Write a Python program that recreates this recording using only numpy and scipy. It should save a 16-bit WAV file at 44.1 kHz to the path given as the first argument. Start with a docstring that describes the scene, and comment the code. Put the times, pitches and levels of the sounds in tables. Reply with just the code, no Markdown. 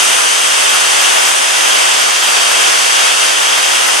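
"""A wide roar fills a hard, bare room: a wall saw is cutting concrete, and reflections smear the
grinding of its diamond grit into diffuse noise. Stones crack in the slot, and the steel blade rings
around 3 kHz as the load comes and goes. Rubbing makes it sing at two higher modes, while the electric
drive adds a cluster of steady, piercing whine lines. Towards the end a rougher squeal builds."""
import sys
import numpy as np
from scipy import signal
from scipy.fft import rfft, irfft, next_fast_len
from scipy.io import wavfile
from scipy.ndimage import map_coordinates

SR = 44100
rng = np.random.default_rng(int(sys.argv[2]) if len(sys.argv) > 2 else 0)


def log_audio(samples):
    """Write samples as a 16-bit WAV file to the path given in sys.argv[1]."""
    # one column per channel
    frames = np.atleast_2d(samples).T
    # limit to full scale, then quantise
    limited = np.clip(frames, -1, 1)
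    pcm = np.round(limited * 32767).astype(np.int16)
    wavfile.write(sys.argv[1], SR, pcm)


N = 176400
T = np.arange(N) / SR
TURN_HZ = 15.4  # rotation rate of the blade

# How hard the blade bites: t/s, then level/dB of roar, ring, hiss and fizz
LOAD = [(0.0, 0.7, 1, 1, 3), (0.15, 0.5, 0, -0.5, 2.5), (0.24, 0.5, -3, -1, -0.8),
        (0.38, -0.6, -0.3, -1.5, 0.0), (0.62, 0.4, 0.5, 0.2, 0.5), (0.92, 1, 0.2, -0.5, 0.5),
        (1.05, 0.5, 2, 0.5, 2), (1.17, 1.5, 0.3, -0.5, 1.5), (1.28, 1.1, 1, 0.8, 3),
        (1.33, -1, -0.5, -1.7, -1), (1.57, -0.2, -1, -1.1, 0.5), (1.68, 1.5, 1.0, 0, 1),
        (2.03, 0.5, 0, 0.5, -0.3), (2.08, 0, -2, -1, -2), (2.22, -0.8, 0, -1, 0), (2.35, 1.3, 0.1, 0.4, 1),
        (2.5, 0.0, 1, -0.7, -0.4), (2.65, 1.8, 1.5, 1.1, 1.2), (2.85, 0, -0.2, 0.1, 0.5),
        (3.07, 2, 2.5, 1.0, 1), (3.15, -0.2, -1.0, -0.5, -1.3), (3.29, 0.3, 1.5, 0.5, 1),
        (3.35, -0.8, 1.5, -3.5, -1.9), (3.43, 0.1, 0, -0.6, -0.5), (3.8, 0.1, 0.2, -1, 0.5),
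        (3.88, 0.8, -3, -1.3, 0), (4.0, 0, -2, -0.5, -1.2)]


def amp(db):
    """Amplitude ratio: a factor of ten for every 20 dB."""
    return 10 ** (np.asarray(db) / 20)


def unit(x):
    """Normalisation to rms 1."""
    return x / np.sqrt(np.mean(np.abs(x) ** 2) + 1e-20)


def along(points, hz):
    """Interpolation of (f/Hz, value) points on a logarithmic frequency axis."""
    f, values = np.transpose(points)
    return np.interp(np.log(hz + 1), np.log(f + 1), values)


def curves(rows):
    """Piecewise linear envelopes, one for each column after t/s."""
    times, *columns = np.transpose(rows)
    return [np.interp(T, times, column) for column in columns]


def wobble(rate, size=1024):
    """Smooth random modulation: a spline through `rate` Gaussian knots a second."""
    coarse = np.linspace(0, T[-1], size * 2)
    spline = map_coordinates(rng.standard_normal(size), [coarse * rate], mode="wrap")
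    return np.interp(T, coarse, spline)


def flutter(rate):
    """Rayleigh fading: a complex gain of rms 1 whose level and phase both wander."""
    return unit(wobble(rate) + 1j * wobble(rate))


def tone(hz, gain):
    """Modulation of a sinusoid of rms 1 by a complex gain, which broadens its line."""
    return np.sqrt(2) * np.real(gain * np.exp(2j * np.pi * hz * T))


def filtered(x, response):
    """Linear filtering: the spectrum is multiplied by a frequency response."""
    size = next_fast_len(N + SR // 4)
    hz = np.fft.rfftfreq(size, 1 / SR)
    return irfft(rfft(x, size) * response(hz), size)[..., :N]


def diffuse(spectrum):
    """Superposition of many reflections: partly correlated stereo noise of rms 1. Separately from the room, the
    bass is spread wide in opposite phase."""
    # Left-right correlation, with the bass in opposite phase: f/Hz, coefficient (clipped to -1..1)
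    correlation = [(30, -0.25), (90, -1.3), (170, -.88), (400, -0.84), (1000, -0.57), (2000, -0.18),
                   (3000, -0.062), (6000, 0.11), (10000, 0.039), (12000, -0.27)]

    def response(hz):
        angle = np.arccos(np.clip(along(correlation, hz), -1, 1)) / 2
        return amp(along(spectrum, hz)) * [np.cos(angle), np.sin(angle)]

    mid, side = filtered(rng.standard_normal((2, N)), response)
    return unit(np.array([mid + side, mid - side]))


def grit(spectrum, spiky_db, ripple_db, spacing_hz, size=4096):
    """Modal filtering: dense, uneven impacts pass through the blade's many close modes; rms 1."""
    impacts = rng.standard_normal(N) * amp(spiky_db * wobble(220))
    modes = rng.standard_normal(size)
    ripple = lambda hz: ripple_db * np.interp(hz, np.arange(size) * spacing_hz, modes)
    return unit(filtered(impacts, lambda hz: amp(along(spectrum, hz) + ripple(hz))))


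def room_roar(roar_db, hiss_db, fizz_db):
    """Reverberant field of the grinding: four bands of noise rise and fall with the load."""
    # Spectra of the cut's roar, wall's rumble, grit's hiss and spray's fizz: f/Hz, relative level/dB
    roar_spectrum = [(25, -52), (100, -45), (160, -22), (250, -11.5), (400, -4.5), (800, 0), (1300, 0),
                     (2200, -2.5), (3100, -4), (3700, -15.5), (4600, -41), (7000, -70)]
    rumble_spectrum = [(20, -8), (60, -6), (120, 6.5), (170, 10), (260, -14), (500, -45)]
    hiss_spectrum = [(2500, -53), (3600, 2), (4100, -4.5), (5100, 2), (6500, -0.1), (8000, -3), (9500, -8),
                     (11000, -22), (14000, -50)]
    fizz_spectrum = [(6000, -37), (8500, 1), (10000, 0.5), (11000, 0), (12250, -3.5), (12550, -5),
                     (12900, -5.5), (13700, -27), (14400, -30)]
    roar = amp(-13.5 + roar_db + 0.32 * wobble(60)) * diffuse(roar_spectrum)
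    rumble = amp(-57 + 3 * roar_db + 2 * wobble(8.4)) * diffuse(rumble_spectrum)  # swings wider
    hiss = amp(-17 + hiss_db) * diffuse(hiss_spectrum)
    fizz = amp(-25 + fizz_db) * diffuse(fizz_spectrum)
    return roar + rumble + hiss + fizz


def blade_ring(load_db, width_hz=9):
    """Resonance under random forcing: the strongest modes stand out of a bed of weaker ones."""
    # Spectrum of the blade's crowded modes: f/Hz, relative level/dB
    spectrum = [(1000, -42.5), (2200, -12), (2700, -3.5), (3200, -1.5), (3450, -3), (3700, -11),
                (3900, -6.5), (4100, -33), (5000, -45)]
    # Its strongest modes: f/Hz, relative level/dB
    modes = [(2652, -34.5), (2862, -33), (2950, -37), (3165, -31), (3192, -29.5), (3280, -34),
             (3440, -34.5), (3564, -46), (3620, -39), (3908, -42)]
    bed = amp(-19) * grit(spectrum, spiky_db=1.0, ripple_db=2, spacing_hz=12)
    peaks = sum(amp(db) * tone(hz, flutter(2 * width_hz)) for hz, db in modes)
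    return amp(load_db) * (bed + peaks)


def blade_rasp(load_db):
    """Direct radiation: the impacts of the grit reach the listener straight from the blade."""
    # Spectrum of the rasp: f/Hz, relative level/dB
    spectrum = [(3500, -37.5), (4100, 1), (4500, 2), (5200, 0), (6000, 1), (7500, -2.5), (9300, -6),
                (10500, -10), (13000, -35)]
    return amp(-22.5 + load_db) * grit(spectrum, spiky_db=0.5, ripple_db=4.0, spacing_hz=18)


def cut(turn_depth=0.017):
    """Amplitude modulation: reverberant and direct grinding pulse slightly with each turn."""
    roar_db, ring_db, hiss_db, fizz_db = curves(LOAD)
    bite = amp(0.086 * wobble(29.6)) * (1 + turn_depth * np.sin(2 * np.pi * TURN_HZ * T))
    return bite * (room_roar(roar_db, hiss_db, fizz_db) + blade_ring(ring_db) + blade_rasp(hiss_db))


def chips(per_s=55, spread_db=2.5, decay_s=0.012, count=512):
    """Brittle fracture: harder stones crack as a Poisson process, each in a short, dull burst."""
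    # Spectrum of breaking aggregate: f/Hz, relative level/dB
    spectrum = [(300, -25.5), (600, -5), (1000, -0.5), (1500, 1.5), (2000, -5), (3000, -17.5)]
    onsets_s = np.cumsum(rng.exponential(1 / per_s, count))
    strengths = amp(spread_db * np.clip(rng.standard_normal(count), -2, 2))
    hits = np.bincount((onsets_s * SR).astype(int), strengths, N)[:N]
    envelope = signal.lfilter([1], [1, -np.exp(-1 / (decay_s * SR))], hits)
    crunch = filtered(envelope * rng.standard_normal(N), lambda hz: amp(along(spectrum, hz)))
    roar_db = curves(LOAD)[0]
    return amp(-27.5 + roar_db) * unit(crunch)


def singing():
    """Frictional excitation: two lightly damped modes swell and fade as the blade rubs the slot."""
    # Singing modes: f/Hz, relative level/dB
    modes = [(4480, -33.5), (4721, -36.5)]
    # Their common swell: t/s, level/dB
    swell = [(0, -8), (.3, 1), (.45, -6), (.8, 0), (1.55, -7), (1.95, 0), (2.42, 6.5), (2.6, 3.5), (2.8, 4),
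             (3.27, 4), (3.42, -6), (4, 2.5)]
    swell_db, = curves(swell)
    return amp(swell_db) * sum(amp(db) * tone(hz, unit(1 + 0.57 * flutter(9))) for hz, db in modes)


def drive_whine(turn_depth=0.077, skirt_db=-12, skirt_hz=69.36, wall_lead_rad=1.2):
    """Line spectrum of the drive: steady tones flutter in the room, and each turn adds sidebands."""
    # Whine lines: f/Hz, level/dB in the centre, level/dB in opposite phase from the walls
    lines = [(6191, -24.9, -42.2), (6282, -42.7, -54.3), (6918, -31.7, -40.3), (7079, -35.3, -39.6),
             (7645, -34.4, -42.0), (7747, -40.2, -50.5), (7807, -33.4, -46.9), (7838, -32.2, -45.1),
             (8473, -40.8, -36.8), (8535, -45.4, -42.1), (8565, -34.8, -39.5), (8738, -27.9, -37.8),
             (9002, -40.9, -41.7), (9201, -27.2, -40.6), (9293, -40.7, -41.4), (9399, -43.1, -57.8),
             (9729, -50.1, -47.4), (9928, -39.8, -58.9), (10460, -45.2, -60.5)]
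    # Gain common to all lines: t/s, level/dB
    level = [(0, 2.5), (.3, 1.1), (1.1, 1.5), (1.6, 0.5), (2.1, -1), (3.1, -.5), (3.5, -1.5), (4, -1.5)]
    level_db, = curves(level)
    mid, side = np.zeros((2, N))
    for hz, mid_db, side_db in lines:
        turn = 2 * np.pi * TURN_HZ * T + rng.uniform(0, 2 * np.pi)
        rocking = 1 + turn_depth * (np.sin(turn) + np.sin(2 * turn))
        phase_drift = np.exp(1.2j * wobble(1.34))
        skirt = amp(skirt_db) * flutter(2 * skirt_hz)  # narrow band of noise around the line
        direct = rocking * unit(1 + 0.21 * flutter(6.98))
        reflected = unit(np.exp(1j * wall_lead_rad) + 0.84 * flutter(5.2))
        mid += amp(mid_db) * tone(hz, phase_drift * direct + skirt)
        side += amp(side_db) * tone(hz, phase_drift * reflected)
    return amp(level_db) * np.array([mid + side, mid - side])


def squeal(hz=5200, width_hz=37):
    """Roughness from fast random modulation: a squeal that builds as the cut goes on."""
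    # Growth of the squeal: t/s, level/dB
    growth = [(0, -46), (2.8, -39), (3.5, -30), (4, -31)]
    level_db, = curves(growth)
    return amp(level_db) * tone(hz, flutter(2 * width_hz))


def scene():
    """Superposition of cut, chips, blade and drive, in stereo."""
    return cut() + chips() + singing() + squeal() + drive_whine()


def record(dry, ceiling=1.13, hardness=8, top_hz=14350):
    """Soft saturation rounds off the highest peaks; an ideal low-pass then limits the band."""
    rounded = dry / (1 + np.abs(dry / ceiling) ** hardness) ** (1 / hardness)
    return filtered(rounded, lambda hz: hz < top_hz)


dry = scene()
out = record(dry)
log_audio(out)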